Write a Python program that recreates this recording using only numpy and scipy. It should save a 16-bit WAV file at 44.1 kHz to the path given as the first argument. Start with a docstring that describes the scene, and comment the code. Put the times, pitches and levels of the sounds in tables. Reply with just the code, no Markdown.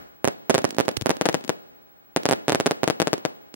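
"""Firework batteries on open ground at night: shells burst overhead as sharp pressure jumps, each mirrored by the ground
a few ms later; tubes thump and spit at launch; scattered echoes roll after. A mid-side camera microphone, with a faint
beating electrical whine, picks it up and clips the tallest peaks."""
import sys
import numpy as np
from scipy import signal
from scipy.fft import rfft, irfft
from scipy.io import wavfile

SR = 44100
rng = np.random.default_rng(int(sys.argv[2]) if len(sys.argv) > 2 else 0)


def dump(signal):
    """Clip the signal to [-1, 1] and save it as 16-bit WAV at the path in sys.argv[1]."""
    limited = np.clip(np.atleast_2d(signal).T, -1, 1)
    pcm = np.round(limited * 32767).astype(np.int16)
    wavfile.write(sys.argv[1], SR, pcm)


N = 156555

# shell bursts (s, peak dB, side share -1 left to 1 right, ground echo lag ms, relative length)
BURSTS = [(0.2446, -4.1, 1.04, 7.6, 0.98), (0.276, -4.8, 1.09, 7.19, 0.96), (0.4972, -3.1, 0.96, 7.48, 0.98),
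          (0.5018, -4.2, 0.96, 7.66, 1.1), (0.5438, -5.3, 0.19, 7.2, 1.04), (0.5493, -3.3, 0.97, 7.41, 0.96),
          (0.5806, -6.5, 0.15, 7.39, 0.96), (0.6437, -3.2, 1.12, 7.1, 0.94), (0.7848, -3.9, 0.94, 7.37, 1.0),
          (0.8015, -4.8, 1.01, 7.14, 1.04), (0.8818, -5.4, 0.97, 7.6, 0.94), (1.0599, -4.7, 0.98, 7.6, 0.94),
          (1.0942, -5.4, 1.06, 7.55, 0.98), (1.1062, -5.0, -0.6, 6.39, 1.02), (1.2121, -5.0, -0.59, 6.3, 0.98),
          (1.2558, -7.4, -0.7, 6.42, 0.94), (1.2599, -6.2, -0.48, 5.67, 0.98), (1.2887, -4.6, -0.55, 6.12, 0.98),
          (1.3438, -5.1, -0.69, 6.08, 1.0), (1.4938, -5.4, -0.68, 6.05, 0.98), (2.1632, -2.7, 0.14, 7.39, 0.96),
          (2.2554, -3.8, 0.17, 6.92, 0.98), (2.2893, -5.4, 0.17, 6.76, 1.1), (2.3111, -3.1, 0.17, 7.41, 0.94),
          (2.3264, -4.0, 0.88, 7.44, 0.92), (2.482, -3.9, 0.15, 7.21, 1.04), (2.496, -4.3, 0.11, 6.83, 0.98),
          (2.5216, -4.8, 0.21, 7.1, 0.96), (2.548, -3.5, 0.18, 7.39, 1.0), (2.6009, -4.9, 0.23, 7.19, 0.96),
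          (2.6602, -5.5, 0.19, 7.57, 1.1), (2.6652, -3.6, 0.15, 7.12, 1.08), (2.7104, -5.1, 0.24, 6.87, 0.96),
          (2.8332, -4.1, 1.0, 7.48, 0.96), (2.8773, -4.5, -0.53, 6.35, 1.06), (2.9002, -5.1, -0.55, 6.44, 1.12),
          (3.0009, -5.1, -0.63, 6.08, 1.06), (3.0184, -4.8, -0.73, 6.15, 1.04), (3.0724, -6.4, -0.66, 6.64, 1.04),
          (3.1313, -4.1, -0.63, 6.26, 1.04), (3.2516, -6.2, -0.64, 6.39, 1.0)]  # fixed
# launches (s, thump dB, side share, time to the trough ms, click dB)
LAUNCHES = [(0.6189, -28.4, 0.17, 2.1, -25.2), (0.6754, -31.7, -0.21, 2.0, -31.5),
            (0.6913, -29.6, 0.12, 2.1, -26.6), (0.7072, -31.5, 1.19, 1.5, -14.7), (0.7274, -31.4, 0.6, 1.9, -35.6),
            (0.7471, -30.9, 0.42, 1.9, -24.6), (0.7672, -29.4, 0.16, 2.1, -26.5), (0.8526, -30.9, 0.37, 1.9, -25.9),
            (0.8584, -31.4, -0.33, 1.9, -29.8), (0.9132, -29.5, 0.77, 2.2, -23.6), (0.9686, -25.5, 1.54, 2.2, -9.0),
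            (0.971, -25.4, 1.55, 2.2, -10.3), (1.0123, -26.7, -0.6, 1.7, -14.0), (1.021, -25.7, -0.81, 2.4, -15.6),
            (1.1686, -30.6, 1.46, 1.8, -21.6), (1.3282, -34.3, -0.47, 1.5, -22.0),
            (1.3698, -35.0, -0.41, 2.6, -32.2), (1.4102, -34.9, -0.63, 1.8, -30.8),
            (1.4404, -33.9, -0.8, 1.9, -23.8), (1.448, -31.4, -0.51, 2.2, -24.0), (1.4789, -32.3, -0.7, 2.0, -21.2),
            (2.234, -30.9, 1.66, 1.6, -19.9), (3.1799, -29.6, 1.3, 1.6, -25.6), (3.5413, -31.9, 0.42, 1.9, -22.9)]  # fixed
GROUND_DB, GROUND_HZ = -6.5, 2580
# the side signal's spike ahead of a front
PORT_MS, PORT_DB, PORT_GROUND_DB = .055, -2.5, -1.5  # fixed
RING_HZ, RING_WIDTH_HZ, RING_DB = 6200, 7000, -14  # housing rattle after a front; fixed
RING_MS = .65  # fixed
# echoes (start ms, level dB, t60 s, top Hz, mid against side dB)
ECHOES = [(1.5, -27, 0.031, 15000, -2.5), (8, -37.5, 0.26, 9000, -12.5), (25, -52, 1.28, 6600, -11)]
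NIGHT = [(24, -39.5), (40, -9), (328, -5), (712, -7.5), (886, -13.5), (1470, -11.5), (2630, -21.5), (3190, -23.5), (13000, -35.5)]  # (Hz, dB per Hz)
NIGHT_DB, NIGHT_MID_DB, EARLIER_DB, EARLIER_T60_S = -58.5, -10, 12, 0.46
BASS_HZ, MID_TAIL_HZ, GAIN_DB = 160, 5000, 3.14
TOP_HZ = 16600  # fixed
FALL_MS, SUCTION, RETURN_MS = 1.0, 0.18, 1  # burst: jump, fall, return
THUMP_DB, THUMP_TURNS, THUMP_HZ = 1, 1.4, 1190
SPIT_MS, SPIT_DB, SPIT_MID_DB = 2.94, -20.5, -4
CLICK_MS = .045  # fixed
SIZZLE_LAUNCH_DB, SIZZLE_HZ, SIZZLE_PATCH_DB = 4, 1500, 1.5
SIZZLE_MID_DB = -14  # fixed
HUM_HZ, HUM_WIDTH_HZ, HUM_DB = 820, 33, -67
WHINE_HZ, BEAT_HZ, BEAT_NULL_S = 15735, 13.2, 1.803  # fixed
WHINE_DB, BEAT_DEPTH = -61.5, 0.65
# deep booms of the heavier tubes (s, dB, side share, Hz)
BOOMS = [(0.974, -28, 1.6, 115), (1.016, -25, -.7, 120), (1.024, -33, -.8, 86)]
BOOM_T60_S = 0.043
BURST_DB, MID_FRONT_HZ, RING_GROUND_DB = -1.65, 9700, -4.5
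CLICK_HZ, SPIT_LEAD_MS = 1800, 1.3  # fixed
# (dB, t60 s)
SIZZLE = [(-50, .12), (-62, .7)]  # fixed


def undb(db):
    return 10 ** (np.asarray(db) / 20)


def filt(x, hz, kind, order=2):
    """Butterworth filter along time."""
    return signal.sosfilt(signal.butter(order, hz, kind, fs=SR, output="sos"), x)


def add(out, x, s):
    """Mix x in at time s."""
    i = int(round(s * SR))
    n = min(x.shape[-1], N - i)
    out[..., i:i + n] += x[..., :n]


def nwave(fall_ms, return_ms, size):
    """Pressure jumps to 1, falls straight into suction, eases back."""
    ms = np.arange(size) / SR * 1000
    back = np.clip((ms - fall_ms) / return_ms, 0, 1)
    return np.where(ms < fall_ms, 1 - (1 + SUCTION) * ms / fall_ms, -SUCTION * (1 + np.cos(np.pi * back)) / 2)


def ring(ms, size):
    """A short burst of treble noise."""
    edges = [max(RING_HZ - RING_WIDTH_HZ / 2, 500), RING_HZ + RING_WIDTH_HZ / 2]
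    x = filt(rng.standard_normal(size), edges, "band", order=1)
    return x / x.std() * np.exp(-np.arange(size) / SR * 1000 / ms)


def late(x, ms):
    """Delay by a fraction of samples."""
    k = np.arange(len(x))
    return np.interp(k - ms * SR / 1000, k, x, left=0)


def bursts():
    """Each burst straight from the sky, then duller from the ground; mid and side."""
    out, size = np.zeros((2, N)), 700
    for s, db, side, lag_ms, scale in BURSTS:
        wave = nwave(FALL_MS * scale, RETURN_MS * scale, size)
        dull = undb(GROUND_DB) * filt(wave, GROUND_HZ, "low")
        paths = (wave, undb(PORT_DB), RING_DB, 0), (dull, -undb(PORT_GROUND_DB) * 2, RING_GROUND_DB, lag_ms)
        for p, port, ring_db, ms in paths:
            mid = filt(late(p, PORT_MS), MID_FRONT_HZ, "low")
            rattle = undb(ring_db) * p.max() * ring(RING_MS, size)
            both = np.array([mid, side * mid + port * (p - late(p, PORT_MS)) + rattle])
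            add(out, undb(db + BURST_DB) * both, s + ms / 1000)
    return out


def launches():
    """A soft swinging thump from the tube, a click amid a spit of gas."""
    out, size, lead = np.zeros((2, N)), 900, 200  # fixed
    ms = (np.arange(size) - lead) / SR * 1000
    after = np.maximum(ms, 0)
    click = filt(np.exp(-(ms / CLICK_MS) ** 2), CLICK_HZ, "high")
    gas = np.where(ms < 0, np.exp(np.minimum(ms, 0) / SPIT_LEAD_MS) / 2, np.exp(-after / SPIT_MS))
    for s, thump_db, side, trough_ms, click_db in LAUNCHES:
        swing = (ms >= 0) * np.cos(np.pi * ms / trough_ms) * np.exp(-after / trough_ms / THUMP_TURNS)
        thump = undb(thump_db + THUMP_DB) * filt(swing, THUMP_HZ, "low")
        spit = [undb(click_db) * (click + undb(SPIT_DB) * gas * ring(np.inf, size)) for _ in range(2)]
        both = np.array([thump + undb(SPIT_MID_DB) * spit[0], side * thump + np.sign(side) * spit[1]])
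        add(out, both, s - lead / SR)
    return out


def echoes():
    """Every burst returns as a fresh spray of small copies from all around, mostly in the side signal."""
    out = 0
    wave = nwave(FALL_MS, RETURN_MS, size=128)
    for start_ms, db, t60, top_hz, mid_db in ECHOES:
        spray, t = np.zeros((2, N)), np.arange(SR) / SR
        t = t[:int(min(t60, 1) * SR)]
        fade = undb(db - 60 * t / t60) * (1 - np.exp(-t * 1000 / start_ms))
        for s, burst_db, _, lag_ms, _ in BURSTS:
            add(spray, undb(burst_db) * fade * rng.standard_normal((2, SR))[:, :len(t)], s + lag_ms / 1000)
        spray = filt(signal.fftconvolve(spray, wave[None] , axes=1)[:, :N], top_hz, "low", order=1)
        out = out + spray * undb([[mid_db], [0]])
    return out


def night():
    """Wide rumble of the open air, at first still carrying the roll of earlier bursts."""
    f = np.maximum(np.arange(N // 2 + 1) * SR / N, 1)
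    hz, db = np.array(NIGHT).T
    x = irfft(rfft(rng.standard_normal((2, N))) * undb(np.interp(np.log(f), np.log(hz), db)), N)
    t = np.arange(N) / SR
    return x / x.std() * undb([[NIGHT_DB + NIGHT_MID_DB], [NIGHT_DB]]) * (1 + undb(EARLIER_DB - 60 * t / EARLIER_T60_S))


def whine():
    """Two close high tones that beat."""
    t = np.arange(N) / SR
    turn = np.pi * BEAT_HZ * (t - BEAT_NULL_S)
    base = 2 * np.pi * WHINE_HZ * t
    return undb(WHINE_DB) * (np.sin(base + turn) - BEAT_DEPTH * np.sin(base - turn))


def sizzle():
    """The sharp edges of the returning echoes: a patchy treble wash after bursts and launches."""
    out, t = np.zeros((2, N)), np.arange(SR // 2) / SR
    shape = sum(undb(db - 60 * t / t60) for db, t60 in SIZZLE)
    starts = [(b[0] + b[3] / 1000, b[1]) for b in BURSTS] + [(a[0], a[4] + SIZZLE_LAUNCH_DB) for a in LAUNCHES]
    for s, db in starts:
        patch = undb(SIZZLE_PATCH_DB * np.repeat(rng.standard_normal(len(t) // 128 + 1), 128)[:len(t)])
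        fade = undb(db) * shape * patch
        add(out, fade * rng.standard_normal((2, len(t))), s)
    return filt(out, [SIZZLE_HZ, 11000], "band", order=1) * undb([[SIZZLE_MID_DB], [0]])


def hum():
    """A faint wavering tone in the background."""
    x = filt(rng.standard_normal((2, N)), [HUM_HZ - HUM_WIDTH_HZ / 2, HUM_HZ + HUM_WIDTH_HZ / 2], "band")
    return x / x.std() * undb([[HUM_DB + NIGHT_MID_DB], [HUM_DB]])


def booms():
    """A few slow swings of air."""
    out, t = np.zeros((2, N)), np.arange(SR // 10) / SR
    for s, db, side, hz in BOOMS:
        add(out, undb(db - 60 * t / BOOM_T60_S) * np.sin(2 * np.pi * hz * t) * np.array([[1], [side]]), s)
    return out


def scene():
    far = echoes() + sizzle()
    far[0] = filt(far[0], MID_TAIL_HZ, "low", order=4)
    air = night() + hum()
    air[0] = filt(air[0], MID_TAIL_HZ, "low", order=4)
    mid, side = filt(bursts() + launches() + far, BASS_HZ, "high") + filt(booms(), 55, "high") + air
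    return np.array([mid - side, mid + side]) + whine()


def record(dry):
    """The tallest peaks clip; the top is cut."""
    cut = signal.ellip(10, .2, 95, TOP_HZ, fs=SR, output="sos")  # fixed
    return signal.sosfilt(cut, np.clip(undb(GAIN_DB) * dry, -.92, .92))


dry = scene()
out = record(dry)
dump(out)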